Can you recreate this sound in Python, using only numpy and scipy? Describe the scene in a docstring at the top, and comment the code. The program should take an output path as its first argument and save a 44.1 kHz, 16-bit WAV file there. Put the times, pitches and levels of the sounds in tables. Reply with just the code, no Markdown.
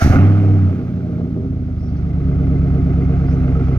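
"""On a paved drive, behind its twin tailpipes, a V8 pickup is heard starting cold.
The starter rasps as the first cylinders fire. The engine speeds up, drops back and settles
into an uneven, chugging idle. Each firing thuds through the muffler, rings the pipes and
pushes out a hiss of gas. The metal ticks now and then, and small birds chirp far off."""
import sys
import numpy as np
from scipy import signal
from scipy.fft import rfft, irfft
from scipy.io import wavfile
from scipy.ndimage import uniform_filter1d

SR = 44100
rng = np.random.default_rng(int(sys.argv[2]) if len(sys.argv) > 2 else 0)


def generate_wav(sig):
    """Save sig (samples, or channels by samples) to the path in sys.argv[1] as 16-bit PCM at SR."""
    pcm = np.round(np.clip(np.atleast_2d(sig).T, -1, 1) * 32767).astype(np.int16)
    wavfile.write(sys.argv[1], SR, pcm)


N = 166698
T = np.arange(N) / SR
CYLINDERS = 8  # each fires once per engine cycle

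# Engine speed: t/s, firing rate/Hz
FIRING_RATE = [(0.0, 78.8), (0.1, 86.8), (0.2, 96.6), (0.3, 100.78), (0.42, 100.54), (0.55, 98.91),
               (0.7, 93.3), (0.85, 89.15), (1.0, 88.31), (1.3, 84.86), (1.55, 79.84), (1.8, 75.27),
               (2.07, 72.99), (2.35, 70.12), (2.8, 68.79), (3.15, 68.61), (3.5, 67.43), (3.78, 66.59)]
# The engine starts racing, then coasts, sags and idles. Each change: middle t/s, length/s
STATE_CHANGES = [(0.12, 0.064), (0.71, 0.11), (1.425, 0.11), (2.127, 0.61)]
# How hard the engine works: t/s, thud level/dB, pipe ring level/dB
ENGINE_LEVELS = [(0, -36, -58.5), (.14, -14.5, -40), (.3, -25, -32.5), (.8, -28, -35), (1.35, -25.5, -31.5),
                 (1.8, -34.5, -40), (2.6, -28, -36.5), (3.78, -28.5, -35.5)]


def amp(db):
    """Turn decibels into a factor to multiply by."""
    return 10 ** (np.asarray(db) / 20)


def unit(x):
    """Scale a signal to an average size (rms) of 1."""
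    return x / np.sqrt(np.mean(x ** 2) + 1e-20)


def curve(rows, column=1):
    """Join a time table's points with lines, giving a value per sample."""
    rows = np.array(rows)
    return np.interp(T, rows[:, 0], rows[:, column])


def at_hz(points, hz):
    """Look up a frequency table, with octaves evenly spaced."""
    f, value = np.transpose(points)
    return np.interp(np.log(hz + 1), np.log(f + 1), value)


def add(mix, s, sound):
    """Mix a sound in, starting at s seconds."""
    part = mix[max(round(s * SR), 0):][:len(sound)]
    part += sound[:len(part)]


def drift(per_s):
    """A random wander, up to about per_s wiggles a second."""
    hz = np.fft.rfftfreq(N, 1 / SR)
    return unit(irfft(rfft(rng.standard_normal(N)) / (1 + (hz / per_s) ** 4), N))


def hiss(colour):
    """Noise with a given tone colour, partly alike on the left and right."""
    # How alike the sides are: f/Hz, likeness (1 = the same)
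    likeness = [(200, 0.94), (1300, 0.98), (3000, 0.53)]
    hz = np.fft.rfftfreq(N, 1 / SR)
    left, other = rfft(rng.standard_normal((2, N)))
    same = np.clip(at_hz(likeness, hz), 0, 1)
    right = same * left + np.sqrt(1 - same ** 2) * other
    return unit(irfft(np.array([left, right]) * amp(at_hz(colour, hz)), N))


def muffle(x, size=8192):
    """The muffler lets the bass through and rings briefly after each push."""
    # What gets through: f/Hz, gain/dB
    response = [(20, -54), (38, -8), (75, -12), (175, -7.5), (270, -4.5), (370, -15.5), (520, -40.5),
                (3000, -92)]
    log_gain = np.log(amp(at_hz(response, abs(np.fft.fftfreq(size, 1 / SR)))))
    spectrum = np.exp(np.conj(signal.hilbert(log_gain)))  # no ringing before the push
    ring = irfft(spectrum[:size // 2 + 1])
    return signal.fftconvolve(x, ring[:size // 2])[:N]


def starter():
    """The starter and the first rush of gas rasp, then stop once the engine runs."""
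    # Loudness: t/s, level/dB
    levels = [(.008, -30), (.02, -22.5), (.06, -27.5), (.155, -36), (.18, -44), (.4, -111)]
    # Tone colour: f/Hz, relative level/dB
    colour = [(500, -18), (690, 6.5), (950, -14), (1450, 0.5), (3400, -19.5), (6200, -13), (7400, -26.5),
              (15500, -28.5)]
    return hiss(colour) * amp(curve(levels))


def drone(firings, waver_depth=.07, waver_per_s=8, boom_hz=173, boom_width_hz=4.5, boom_gain=1.1):
    """Exhaust tones follow the engine's speed and swell as they pass the pipe's booming pitch."""
    # Tones in each engine state: multiple of the cycle rate, relative level/dB
    racing = [(8, -8.5), (11, -26), (13, -23), (16, -21.5), (19, -27), (24, -21.5)]
    coasting = [(8, -25.5), (9, -29), (11, -25), (13, -31.5), (16, -28), (22, -28)]
    sagging = [(5, -30), (8, -22), (10, -24), (13, -25.5), (16, -30), (19, -31), (26, -28.5)]
    idling = [(5, -26), (8, -16.5), (9, -23.5), (11, -22), (12, -27), (13, -28), (15, -32), (16, -17),
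              (17, -33.5), (19, -28), (20, -25), (30, -24.5), (32, -29)]
    # Early boost to all tones: t/s, gain/dB
    boost = [(.2, 3.5), (.4, 0)]
    cycles, cycle_hz = firings / CYLINDERS, curve(FIRING_RATE) / CYLINDERS
    entered = [np.clip((T - s) / length + .5, 0, 1) for s, length in STATE_CHANGES] + [0]
    strengths = {}
    for i, tones in enumerate([racing, coasting, sagging, idling]):
        share = entered[i] - entered[i + 1]
        for k, db in tones:
            strengths[k] = strengths.get(k, 0) + amp(db) * share
    out = np.zeros(N)
    for k in sorted(strengths):
        waver = 1 + waver_depth * (drift(waver_per_s) + 1j * drift(waver_per_s))
        boom = 1 + boom_gain / (1 + ((k * cycle_hz - boom_hz) / boom_width_hz) ** 2)
        smear = k ** 2 / 24  # the long pipe smears each pulse into a falling chirp
        tone = np.exp(2j * np.pi * (k * cycles + smear))
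        out += strengths[k] * boom * (waver * tone).real
    return out * amp(curve(boost))


def thuds(firings):
    """Cold fuel burns unevenly: each firing sends a soft, noisy puff through the muffler."""
    puffs = rng.standard_normal(N) * (1 + np.cos(2 * np.pi * firings))
    return unit(muffle(puffs)) * amp(curve(ENGINE_LEVELS))


def tailpipe(firings, rough=0.83, swell_s=0.00069):
    """Each firing rings the pipe with a random strength."""
    # The pipe's own notes: f/Hz, relative level/dB, time to fade by 60 dB/s
    notes = [(257.5, 5, .12), (387.7, 2, .2), (460.6, -2.5, 0.17), (611, -4.5, 0.11)]
    clicks = np.diff(np.floor(firings), prepend=0)
    clicks *= 1 - rough + rough * rng.standard_normal(N)
    t = np.arange(SR // 4) / SR
    ring = sum(amp(db - 60 * t / t60) * np.sin(2 * np.pi * hz * t) for hz, db, t60 in notes)
    ring *= 1 - np.exp(-t / swell_s)
    return unit(signal.fftconvolve(clicks, ring)[:N]) * amp(curve(ENGINE_LEVELS, column=2))


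def gas(firings, steady=0.44, lag_firings=0.23, throb_db=2.0, rough_db=1.3, fizz_db=-37.5):
    """Gas rushes out in a puff per firing; its high fizz follows only in part."""
    # Loudness of the rasp: t/s, level/dB
    levels = [(.02, -36), (.14, -21), (.3, -30.5), (.9, -43.5), (1.6, -48.5), (2.5, -40), (3.5, -36.5)]
    # Tone colours: f/Hz, relative level/dB
    rasp_colour = [(400, -2.5), (750, 2.5), (980, -14.5), (1250, -1), (1520, -8), (1780, -16),
                   (2080, -10.5), (3000, -22), (4200, -50.5)]
    fizz_colour = [(2000, -32), (3200, -3), (4400, -5), (6450, -9), (7000, -18.5), (15500, -23.5)]
    puff_number = np.floor(firings - lag_firings).astype(int)
    puff_age = (firings - lag_firings) % 1
    surge = np.cos(2 * np.pi * 3 * (firings - .5) / CYLINDERS)  # three per engine cycle
    strength = amp(throb_db * surge + rough_db * rng.standard_normal(N)[puff_number])
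    flow = unit(uniform_filter1d(steady + strength * np.exp(-puff_age), size=40))
    rasp = hiss(rasp_colour) * flow * amp(curve(levels))
    fizz = hiss(fizz_colour) * unit(flow + 2) * amp(fizz_db + 0.56 * curve(levels))
    return rasp + fizz


def ticks(fade_s=0.1, rise_s=0.0008, level_db=-3.5):
    """The metal pipe mouths give short rings."""
    # Each tick: t/s, relative level/dB, f/Hz
    rings = [(.014, -15, 687), (0.015, -13, 1364), (.158, -17, 1452), (3.554, -24.5, 1285)]
    out, t = np.zeros(N), np.arange(SR // 10) / SR
    for s, db, hz in rings:
        loudness = amp(db + level_db - 60 * t / fade_s) * (1 - np.exp(-t / rise_s))
        add(out, s, loudness * np.sin(2 * np.pi * hz * t))
    return out


def first_firings(thump_db=35, boom_hz=92, fade_s=0.18, boom_db=-8.5):
    """The first heavy firings thump through the muffler and set its bass ringing."""
    # Each firing: t/s, relative level/dB
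    bangs = [(.021, 3.5), (0.045, 3.5), (0.059, 7), (0.074, 4.5), (0.097, 3.5), (0.105, 5), (.160, 5)]
    kicks, t = np.zeros(N), np.arange(SR // 4) / SR
    for s, db in bangs:
        add(kicks, s, amp([db]))
    boom = amp(boom_db - 60 * t / fade_s) * np.sin(2 * np.pi * boom_hz * t)
    return signal.fftconvolve(kicks, boom)[:N] - amp(thump_db) * muffle(kicks)


def birds(echo_s=0.3):
    """Birds sing thin, scratchy, rising notes that echo around the yard."""
    # Each note: t/s, length/s, start f/Hz, end f/Hz, level/dB
    notes = [(1.783, .11, 5000, 5700, -61), (1.877, .03, 3900, 5900, -59), (1.96, .02, 4300, 6100, -56.5),
             (3.255, .09, 4400, 6300, -56.5)]
    song = np.zeros(N)
    scratch_hz = 260 * drift(500)
    for s, length, start_hz, end_hz, db in notes:
        progress = np.arange(0, 1, 1 / (length * SR))
        hz = start_hz + (end_hz - start_hz) * progress + scratch_hz[round(s * SR):][:len(progress)]
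        loudness = amp(db) * np.sin(np.pi * progress) ** .5
        add(song, s, loudness * np.sin(2 * np.pi * np.cumsum(hz) / SR))
    t = np.arange(SR // 2) / SR
    yard = rng.standard_normal((2, len(t))) * amp(-60 * t / echo_s)
    yard /= np.linalg.norm(yard[0])
    return song + signal.fftconvolve(song[None], yard, axes=1)[:, :N]


def idle_chug(firings, uneven_db=1.0):
    """As the engine idles under load, each pipe note swells once per cycle, at its own moment."""
    # Chug and clatter: f/Hz, level/dB, place in the cycle/firings, length/s
    notes = [(325.6, -26.5, 6.5, 0.04), (384.4, -31.5, 6.2, .12), (455.3, -31, 4.8, 0.1),
             (608, -37.5, 4.3, .085), (700.3, -37.5, 6.7, .07), (1288, -42, 2.2, .025),
             (2074, -46, 6.6, .03)]
    out = np.zeros(N)
    middle, fade = STATE_CHANGES[-1]
    for hz, db, place, length in notes:
        t = np.arange(0, length, 1 / SR)
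        chug = np.sin(2 * np.pi * hz * t) * np.sin(np.pi * t / length) ** 2
        cycle_number = (firings - place) // CYLINDERS
        for s in T[np.flatnonzero(np.diff(cycle_number))]:
            load = np.clip((s - middle) / fade + .5, 0, 1)
            add(out, s - length / 2, load * amp(db + uneven_db * rng.standard_normal()) * chug)
    return out


def scene():
    """Add up the sounds; one running count of firings keeps the engine's rhythms in step."""
    firings = np.cumsum(curve(FIRING_RATE)) / SR
    exhaust = first_firings() + drone(firings) + thuds(firings) + tailpipe(firings) + gas(firings)
    return exhaust + starter() + ticks() + birds() + idle_chug(firings)


def record(dry, knee=.55, top_hz=15700):
    """Two microphone openings hear the scene; loud peaks are rounded and the top treble is cut."""
    # Left side compared with right: f/Hz, level/dB
    balance = [(250, -1), (1000, -4.5), (4000, -4.5), (9000, -1)]
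    # How far the left side is ahead: f/Hz, phase/radians
    lead = [(100, 0.3), (500, 0.45), (1200, 1.41)]
    hz = np.fft.rfftfreq(2 * N, 1 / SR)
    left = amp(at_hz(balance, hz) / 2) * np.exp(.5j * at_hz(lead, hz))
    fade_out = np.minimum(T[::-1] * SR / 200, 1)
    stereo = irfft(rfft(dry * fade_out, 2 * N) * np.array([left, 1 / left]))[:, :N]
    clipped = np.clip(stereo, -knee, knee)
    rounded = clipped + (1 - knee) * np.tanh((stereo - clipped) / (1 - knee))
    treble_cut = signal.firwin(511, top_hz, window=("kaiser", 9), fs=SR)
    return signal.oaconvolve(rounded, treble_cut[None], "same")


dry = scene()
out = record(dry)
generate_wav(out)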